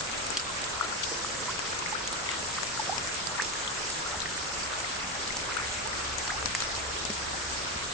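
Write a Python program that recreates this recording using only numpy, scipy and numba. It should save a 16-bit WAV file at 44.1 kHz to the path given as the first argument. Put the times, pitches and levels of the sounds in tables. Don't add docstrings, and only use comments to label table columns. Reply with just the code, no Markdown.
import sys
import numpy as np
from scipy import signal
from scipy.fft import rfft, irfft
from scipy.io import wavfile
from scipy.ndimage import uniform_filter1d
from numba import njit

SR = 44100
rng = np.random.default_rng(int(sys.argv[2]) if len(sys.argv) > 2 else 0)


def master_out(mix):
    frames = np.transpose(np.atleast_2d(mix))
    ceiling = np.clip(frames, -1, 1)
    pcm = np.round(ceiling * 32767).astype(np.int16)
    wavfile.write(sys.argv[1], SR, pcm)


N = 349713

GLIDE_EASE_S = 0.018
LEAD_MS_PER_DB = 0.016


def undb(db):
    return 10 ** (np.asarray(db) / 20)


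def curve(table):
    s, *columns = np.transpose(table)
    t = np.arange(N) / SR
    return [np.interp(t, s, c) for c in columns]


def by_hz(table, hz):
    f, v = np.transpose(table)
    return np.interp(np.log(hz), np.log(f), v)


def walk(rate):
    k = int(SR / rate)
    held = np.repeat(rng.standard_normal(N // k + 1), k)
    smooth = uniform_filter1d(uniform_filter1d(held, k), k)
    return 1.61 * smooth[:N]


def band(lo_hz, hi_hz, channels=2):
    sos = signal.butter(2, [lo_hz, hi_hz], "band", fs=SR, output="sos")
    x = signal.sosfilt(sos, rng.standard_normal((channels, N)))
    return x / x.std()


@njit
def ring(start, size, hz, rise, t60, glide, ease):
    out = np.zeros(N)
    for k in range(len(start)):
        i0, phase = int(start[k] * SR), 0.
        step = 2 * np.pi * hz[k] * 2 ** (-glide[k] * rise[k]) / SR
        up = 2 ** (glide[k] / SR)
        fade = 1000 ** (-1 / (t60[k] * SR))
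        g = size[k]
        swell = int(rise[k] * SR) + 1
        for j in range(min(swell + int(t60[k] * SR), N - i0)):
            if j < swell:
                out[i0 + j] += g * np.sin(np.pi * j / swell / 2) * np.sin(phase)
            else:
                g *= fade
                up = 1 + (up - 1) * ease
                out[i0 + j] += g * np.sin(phase)
            phase += step
            step = min(step * up, 2.)
    return out


def grains(s, db, hz, pan_db, rise_ms, t60_ms, glide=0., lag_ms=0.):
    one = np.ones(len(s))
    ease = np.exp(-1 / (GLIDE_EASE_S * SR))
    rise_s = rise_ms * one / 1000
    t60_s = np.maximum(t60_ms * one, 0.5) / 1000
    octaves_per_s = glide * one * 100
    lag_ms = lag_ms - LEAD_MS_PER_DB * pan_db
    sides = []
    for side in (1, -1):
        start = np.clip(s + side * lag_ms / 2000, 0, N / SR)
        size = undb(db + side * pan_db / 2) * one
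        sides.append(ring(start, size, hz * one, rise_s, t60_s, octaves_per_s, ease))
    return np.array(sides)


def shower(per_s, db, scatter_db, top_db, lo_hz, hi_hz, cycles, rise_cycles, glide):
    u = rng.random((int(per_s * N / SR), 6)).T
    hz = lo_hz * (hi_hz / lo_hz) ** ((u[1] + u[2]) / 2)
    size_db = db + np.minimum(-scatter_db * np.log(u[3] + 1e-9), top_db)
    period_ms = 1000 / hz
    place = u[4] - 0.5
    return grains(u[0] * N / SR, size_db, hz, 8 * place, rise_cycles * period_ms, cycles * period_ms,
                  glide * u[5], 1.6 * place)


HUM_HZ, RUMBLE_DB, DEEP_DB = 66.4, -8.5, -11.5
MAINS_HZ, MAINS_DB = 120.6, -63.5
# (time [s], level [dB])
HUM_LEVEL = [(0.0, -74), (0.8, -60), (3.8, -67), (4.08, -62), (4.15, -50), (4.5, -57.5), (5.15, -64),
             (5.33, -47.5), (5.45, -53.5), (5.6, -49), (5.9, -50), (6.15, -46.5), (6.3, -53), (6.45, -44),
             (6.55, -50), (6.9, -45), (7.0, -50), (7.35, -47), (7.55, -51), (7.75, -46), (7.93, -48)]


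def hum():
    hz = HUM_HZ * (1 + 0.03 * walk(14) + 0.01505 * walk(4))
    phase = 2 * np.pi * np.cumsum(hz) / SR
    tone = np.sin(phase) * undb(0.5 + 1.7 * walk(11))
    octave = undb(-19.5) * np.sin(2 * phase)
    rumble = band(69.0, 99, channels=3) * undb(RUMBLE_DB + 1.8 * walk(2.4))
    deep = band(18, 42, channels=1) * undb(DEEP_DB + 3 * walk(4.8))
    mains = undb(MAINS_DB + 3 * walk(0.8)) * np.sin(2 * np.pi * MAINS_HZ * np.arange(N) / SR)
    motor = tone + octave + deep + rumble[0] + 0.92 * rumble[1:]
    return mains + undb(curve(HUM_LEVEL)[0]) * motor


SLOW_UNEVEN_DB, QUICK_UNEVEN_DB = 1.1, 1.5
# (time [s], level [dB])
RAIN_LEVEL = [(0.0, -34), (0.7, -34.5), (2.7, -34), (3.7, -34.5), (7.3, -34), (7.93, -35.5)]
# (frequency [Hz], relative level per Hz [dB])
HISS_SPECTRUM = [(15, -20.5), (25, -3), (65, -2.5), (286, -4.5), (557, -0.5), (730, -4), (981, -2),
                 (1350, -1), (3710, -9), (5240, -5.5), (6530, -7), (7390, -6.5), (9000, -18.5),
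                 (11700, -65), (19800, -120)]
# (frequency [Hz], left-right correlation [0-1])
LIKENESS_BY_HZ = [(30, 0.4), (120, 0.84), (300, 0.43), (600, 0), (4000, 0.06), (6200, 0), (7500, 0.8),
                  (9000, 0.94)]


def hiss():
    f = np.maximum(np.fft.rfftfreq(N, 1 / SR), 1)
    like = np.clip(by_hz(LIKENESS_BY_HZ, f), -1, 1)
    colour = undb(by_hz(HISS_SPECTRUM, f))
    mid = rfft(rng.standard_normal(N)) * colour * np.sqrt(1 + like)
    side = rfft(rng.standard_normal(N)) * colour * np.sqrt(1 - like)
    pair = np.array([mid + side, mid - side])
    out = 0
    for hz in 20 * 2 ** np.arange(0, 9.1, 0.5):
        share = np.cos(np.pi / 2 * np.clip(2 * np.log2(f / hz), -1, 1)) ** 2
        uneven_db = SLOW_UNEVEN_DB * walk(12) + QUICK_UNEVEN_DB * min(hz / 2500, 1) * walk(70)
        out = out + irfft(pair * share, N) * undb(uneven_db)
    return out / out.std() * undb(curve(RAIN_LEVEL)[0])


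def patter():
    crackle = shower(1800, -42.5, 3.2, 11, 1800, 10500, cycles=19, rise_cycles=1.28, glide=0.1)
    taps = shower(220, -37, 1.9, 6.1, 1800, 10000, cycles=3.9, rise_cycles=0.11, glide=0.1)
    pings = shower(90, -50.0, 2.25, 6.5, 2057, 7740, cycles=27, rise_cycles=2.7, glide=0.087)
    return crackle + taps + pings


LOW_T60_MS = 60
# (time [s], level before the part levels [dB], pitch [Hz])
LOW_SOUNDS = [(4.16, -33.5, 77.4), (4.248, -35, 384), (5.415, -36, 310), (6.449, -34, 219),
              (7.098, -26, 209), (7.75, -34, 80)]


def low_thuds_and_swells():
    s, db, hz = np.transpose(LOW_SOUNDS)
    parts = [(1, -4), (1.9, -6), (2.9, -8.5)]  # (pitch ratio, level [dB])
    return sum(grains(s, db + part_db, ratio * hz, 0., 1100 / hz, LOW_T60_MS / ratio)
               for ratio, part_db in parts)


BEAD_DB = -4.5
# (time [s], reference level [dB], middle pitch [Hz], length [ms], left minus right before scatter [dB])
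SPLASH_RUNS = [(.14, -47, 1740, 22, 2), (1.031, -35, 4210, 12, 11.5), (.815, -35.5, 1115, 130, 1),
               (1.46, -44, 1280, 79, -2), (1.86, -37.5, 1700, 40, -2), (2.29, -34, 1900, 56, 4.5),
               (2.95, -45, 980, 40, 8), (3.378, -33.5, 1300, 35, 6), (4.1, -37, 1080, 88, 3),
               (5.48, -36.5, 1550, 50, -1), (5.57, -32.5, 1540, 76, 3), (6.27, -37, 1280, 52, 3),
               (6.61, -39, 2330, 50, 1)]


def splashes(count=60):
    s, db, hz, length_ms, pan_db = np.repeat(SPLASH_RUNS, count, axis=0).T
    u = rng.random((len(s), 5)).T
    start_s = s + u[0] * length_ms / 1000
    pitch_hz = hz * 2 ** (1.07 * (u[1] + u[2] - 1))
    bead_db = db + BEAD_DB + 8 * (u[3] - 0.5)
    place = u[4] - 0.5
    return grains(start_s, bead_db, pitch_hz, pan_db + 6 * place, 0.75, 26.0, 0.5 * u[3], 0.47 * place)


def trickle():
    return shower(600, -45.5, 1.2, 5.0, 636.0, 2814, cycles=66, rise_cycles=2.67, glide=0.552)


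FADE_CYCLES, FADE_PER_RISE = 18.4, 1.8
# (time [s], level before the flutter [dB], pitch at the peak [Hz],
#   left minus right [dB], rise [ms], glide [octaves per 10 ms])
SINGLE_PITCHES = [(0.1364, -29, 2520, 13.5, 1.7, 0.24), (0.4947, -34, 1050, -7, 8.6, 0.011),
                  (0.777, -32, 1060, 2, 4, 0.33), (0.8102, -15.5, 1290, 10, 1.5, 0.48),
                  (0.827, -29, 1320, 8, 2.7, 0.029), (0.839, -30, 1330, 6, 3, .04),
                  (0.847, -25.5, 1380, 6, 4, -0.015), (0.9, -38, 1330, 8, 4, 0.22),
                  (0.922, -30, 1400, 16, 6.3, -0.053), (1.0113, -29.5, 1490, 0, 1, 0.12),
                  (1.035, -24, 3250, 7, 1.3, 0.91), (1.118, -31.5, 420, -4, 1.5, 0.21),
                  (1.2463, -24, 1200, 4.5, 1.1, 0.22), (1.43, -34, 1200, 0, 5, 0.095),
                  (1.463, -32, 1180, 0, 3, 0.079), (1.482, -27.5, 1037, -2, 3.3, 0.009),
                  (1.489, -27, 1070, -2, 6, 0.18), (1.499, -29, 1345, 0, 4.2, 0.6),
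                  (1.6275, -34, 980, -8, 1.8, 0.0017), (1.6765, -30, 2050, 6, 1.2, 0.17),
                  (1.724, -36, 1440, 17, 8, 0.74), (1.8235, -30, 1020, -9, 2.5, 0.3),
                  (1.8601, -25.5, 2060, 16, 2, 0.43), (1.9229, -28, 867, -10, 6.8, -0.014),
                  (1.9466, -27, 1485, 13, 9.4, 0.45), (2.146, -35, 1080, 8, 1.7, .1),
                  (2.267, -32, 2190, 11, 1.5, .1), (2.2896, -24.5, 2090, 10, 1.5, -0.13),
                  (2.301, -34, 1420, 3, 4.4, 0.2), (2.31, -31, 2780, -2, 3, 0.03),
                  (2.318, -38, 1580, 5, 3, 0.12), (2.353, -31, 1870, 0, 3, 0.022),
                  (2.583, -24.5, 1220, 0, 3.4, 0.86), (2.775, -26, 1410, 9, 1.5, .04),
                  (2.792, -22.5, 873, 5, 6.9, 0.0064), (2.8933, -20.5, 747, -4, 3.5, 0.1),
                  (2.9184, -28, 850, -9, 11.6, 0.15), (2.935, -35, 930, -7, 5.6, 0.082),
                  (2.95, -37, 870, -6, 5, .1), (2.972, -34, 930, 0, 5, .2),
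                  (3.09, -30, 1540, -1, 1.5, 0.22), (3.3454, -34, 1390, -1, 11, -0.016),
                  (3.39, -26, 1153, 0, 6.83, 1.18), (3.396, -21.5, 1765, -1, 5, 0.57),
                  (3.402, -28, 2020, 0, 6, 0.4), (3.408, -30, 2600, 0, 4.4, 0.65),
                  (3.554, -28, 1720, -3, 1.5, .04), (3.831, -36, 2190, -10, 1.5, .1),
                  (4.0585, -30, 1390, 6, 7.8, 0.084), (4.122, -36, 1310, 0, 6, -0.011),
                  (4.2575, -25, 1800, -6, 1.1, 0.3), (4.366, -31, 1970, 11, 1.5, .1),
                  (4.377, -29, 1790, -9, 1.5, .1), (4.572, -32, 1770, -10, 1.5, .1),
                  (4.632, -27.5, 4800, -10.5, 2.5, 0.033), (4.7341, -27, 1420, 4, 3, -0.066),
                  (4.844, -30, 2070, 13.5, 2.9, .04), (5.15, -35, 810, 9, 2.5, -0.0062),
                  (5.2912, -34, 1250, 6, 1.8, .1), (5.3041, -34, 2110, 20, 3.4, 0.076),
                  (5.3995, -29, 2210, 14, 1.1, 0.52), (5.5214, -29, 2130, 2, 1.9, -0.031),
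                  (5.486, -33, 1104, -5, 4, 0), (5.494, -30, 1150, -7, 2, .3),
                  (5.565, -23.5, 1420, 8, 5.4, 0.61), (5.5986, -24.5, 1420, 7, 1.5, 0.05),
                  (5.8514, -31, 882, -10, 13, 0.096), (5.9305, -32, 1900, 20, 1.6, .6),
                  (6.292, -27, 1564, 1, 11, .4), (6.302, -27, 1990, -1, 5.4, 0.57),
                  (6.317, -31, 795, 9, 5, 0.24), (6.336, -35, 780, 4, 8, -0.083),
                  (6.35, -36, 870, 2, 11, 0.064), (6.375, -36, 1150, 4, 5.7, -0.35),
                  (6.622, -27, 1340, 1, 2.8, 0.24), (7.2346, -41, 880, -13, 13, 0.14),
                  (7.3376, -36.5, 746, 12, 6.2, 0.16)]


def single_pitch_sounds():
    s, db, hz, pan_db, rise_ms, glide = np.transpose(SINGLE_PITCHES)
    flutter = undb(1.2 * walk(300))
    t60_ms = FADE_CYCLES * 1000 / hz + FADE_PER_RISE * rise_ms
    return grains(s, db, hz, pan_db, rise_ms, t60_ms, glide) * flutter


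SECOND_T60_MS = 5.5
SPRAY_DB, SPRAY_LATE_S, SPRAY_T60_S = -15, 0.0012, 0.045
# (time [s], crack level [dB], crack pitch [Hz], left minus right [dB],
#   cycles to fade 60 dB [count], second ring level [dB re crack], second ring pitch [Hz],
#   contact click level [dB re crack], knock level [dB re crack], knock pitch [Hz])
TICK_DROPS = [(0.009, -26, 3660, 3.5, 18, 5, 6580, -5, -1, 1500),
              (0.115, -26, 6400, 16, 18, -10, 4500.0, -6.0, -17, 1500),
              (0.267, -21, 8750, 6, 20, -8, 6100.0, -6.0, -17, 1500),
              (0.3044, -22.5, 7400, 18, 39, -16, 4100, -17, -5, 800),
              (0.371, -11.5, 4500, -0.5, 23, -5, 3180, -11, -23, 2220),
              (0.3714, -21, 8000, 3, 20, -5, 6000, -10, -20, 2000),
              (0.3973, -18.5, 4800, 0, 45, -14.0, 3000, -14, -15, 1600),
              (0.641, -26, 4900, -16, 27, -9, 3700, -9, -14, 1200),
              (0.8473, -33, 8300, 9, 20, -10, 5800.0, -6.0, -17, 1500),
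              (0.6178, -24, 6600, -6, 20, -10, 7950, -6, -12, 1800),
              (0.9953, -29, 7550, 1, 20, -8, 4600, -8, -15, 1500),
              (1.0332, -25, 4670, 12.5, 40, -4, 3600, -13, -12, 2000),
              (1.0498, -29, 4450, 1, 22, -10, 2700, -10, -15, 1500),
              (1.095, -24, 5900, 1, 22, -10, 4500, -8, -15, 1500),
              (1.592, -20.5, 7440, 9, 29, -1, 2600, -5, -4, 990),
              (1.79, -22.5, 6200, 10, 20, -13, 4300.0, -6.0, -17, 1500),
              (2.0754, -17, 6700, -1, 30, -10, 3200, -10, -14, 2100),
              (2.128, -19, 9000, 1, 31, -17, 2400, -8, -7, 1000),
              (2.2904, -25.5, 3230, 13.5, 25, -15, 4800, -11, -15, 2000),
              (2.3153, -22, 7050, 9, 20, -12, 5000, -8, -7, 1500),
              (2.4853, -31, 5700, 16, 25, -4.0, 7400, -6.0, -8, 900),
              (2.632, -24.5, 7000, 20.5, 28, -6, 5300, -6, 1, 1700),
              (2.6692, -23, 5580, 6.5, 25, -6, 7000, -8, -15, 1500),
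              (2.797, -23, 7300, 1, 25, -3.0, 5500, -13, -11, 900),
              (2.9811, -20, 5300, 11, 34, -2, 2500, -8, -10, 1070),
              (3.0733, -25, 7300, 15, 20, -10, 5100.0, -6.0, -2, 1900),
              (3.1438, -22, 7100, -8.5, 25, -4.5, 5500, -11, -8, 1600),
              (3.1997, -29, 3360, 8, 20, -6, 4500, -8, -12, 1500),
              (3.271, -20.5, 4740, -13.5, 28, -18, 7600, -15, -8, 1200),
              (3.4212, -15.5, 6000, -8.5, 15, -13, 7600, -10, -4, 1810),
              (3.4474, -24, 5520, -10, 28, -4, 6800, -6, -15, 1500),
              (3.536, -21, 6600, 1.5, 27, -9.0, 2300, -6.0, -10.0, 2200),
              (3.6658, -25, 7400, -0.5, 25, -10, 4400, -8, -17, 900),
              (3.677, -24, 3360, 14.0, 45, -14.0, 4800, -14, -16.0, 1900),
              (3.902, -23, 8500, -7, 29, -2, 4700, -5, -15, 1500),
              (4.0764, -28, 7030, -5, 20, -10, 5000, -8, -15, 1500),
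              (4.2035, -25, 3900, 12.0, 25, 1, 6300, -6.0, -10, 1200),
              (4.219, -22, 4000, 10.5, 45, -16, 6300, -12, -12, 1000),
              (4.3715, -26, 8500, -7, 20, -10, 6000.0, -6.0, -15, 1500),
              (4.6617, -30.0, 5000, 6, 20, -10, 3500.0, -6.0, -15, 1500),
              (4.803, -24, 6600, 9, 20, -10, 4600.0, -3, -15, 1500),
              (5.2766, -22, 4630, 6.5, 25, -12, 6000, -10, -15, 1500),
              (5.3242, -23, 6280, 1, 20, -10, 4500, -8, -15, 1500),
              (5.369, -17, 5970, 0.5, 20, -4, 4800, -5, -18, 1300),
              (5.568, -26, 8600, 13.5, 20, -13, 6000.0, -6.0, -15, 1500),
              (5.8743, -23, 6900, 2, 29, -1, 8000, -6.0, -10.0, 1600),
              (6.1836, -17, 6600, 9.5, 30, -17.5, 2400, -6, -19, 1800),
              (6.2787, -21.5, 4440, -1, 25, -2, 2890, -6.0, -4, 2000),
              (6.4274, -32, 4300, 2, 25, 4, 2300, -6.0, 14, 1300),
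              (6.4582, -17, 5500, 17.5, 27, -4, 4500, -6, -9.5, 1120),
              (6.5503, -11.5, 7000, 0.5, 14, -18, 4570, -7, -0.5, 1940),
              (6.604, -19.5, 6800, 9.5, 27, -4, 3600, -12, -12, 1900),
              (6.622, -17.5, 4230, 5, 25, -6, 5600, -4, -7.5, 1700),
              (6.636, -24, 5300, -2, 22, -10, 4000, -8, -15, 1500),
              (6.7522, -23, 4290, -3.5, 25, -10, 6000, -8, -15, 1500),
              (6.9878, -32.0, 8000, -19, 20, -8, 5600.0, -4, -15, 1500),
              (7.0521, -21, 5360, 14, 20, -3, 6600, -8, -7, 800),
              (7.1028, -24, 5500, 14, 23, -6.5, 2300, -6.0, -7, 1730),
              (7.1344, -30, 8000, 15, 25, -10.5, 2800, -6.0, -10, 1100)]


def ticks():
    s, db, hz, pan_db, cycles, second_db, second_hz, edge_db, knock_db, knock_hz = np.transpose(TICK_DROPS)
    crack = grains(s, db, hz, pan_db, 0.25, cycles * 1000 / hz)
    second = grains(s, db + second_db, second_hz, pan_db, 0.35, SECOND_T60_MS)
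    edge = sum(grains(s, db + edge_db, ratio * hz, pan_db, 0.06, 1.6) for ratio in (1.2, 0.6))
    knock = grains(s, db + knock_db, knock_hz, pan_db, 0.38, 5.3)
    low_knock = grains(s, db + knock_db - 8.5, 0.68 * knock_hz, pan_db, 0.31, 3.9)
    puffs = np.zeros((2, N))
    landing = ((s + SPRAY_LATE_S) * SR).astype(int)
    puffs[:, landing] = undb(db + SPRAY_DB + np.array([pan_db, -pan_db]) / 2)
    fade = 1000 ** (-1 / (SPRAY_T60_S * SR))
    droplets = band(2000, 7500) * undb(1.5 * walk(600))
    spray = signal.lfilter([1], [1, -fade], puffs) * droplets
    return crack + second + edge + knock + low_knock + spray


def scene():
    far = hum() + hiss() + patter()
    water = low_thuds_and_swells() + splashes() + trickle() + single_pitch_sounds()
    return far + water + ticks()


TOP_HZ = 8950


def record(dry):
    sos = signal.cheby1(12, 0.25, TOP_HZ, fs=SR, output="sos")
    return signal.sosfiltfilt(sos, dry)


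dry = scene()
out = record(dry)
master_out(out)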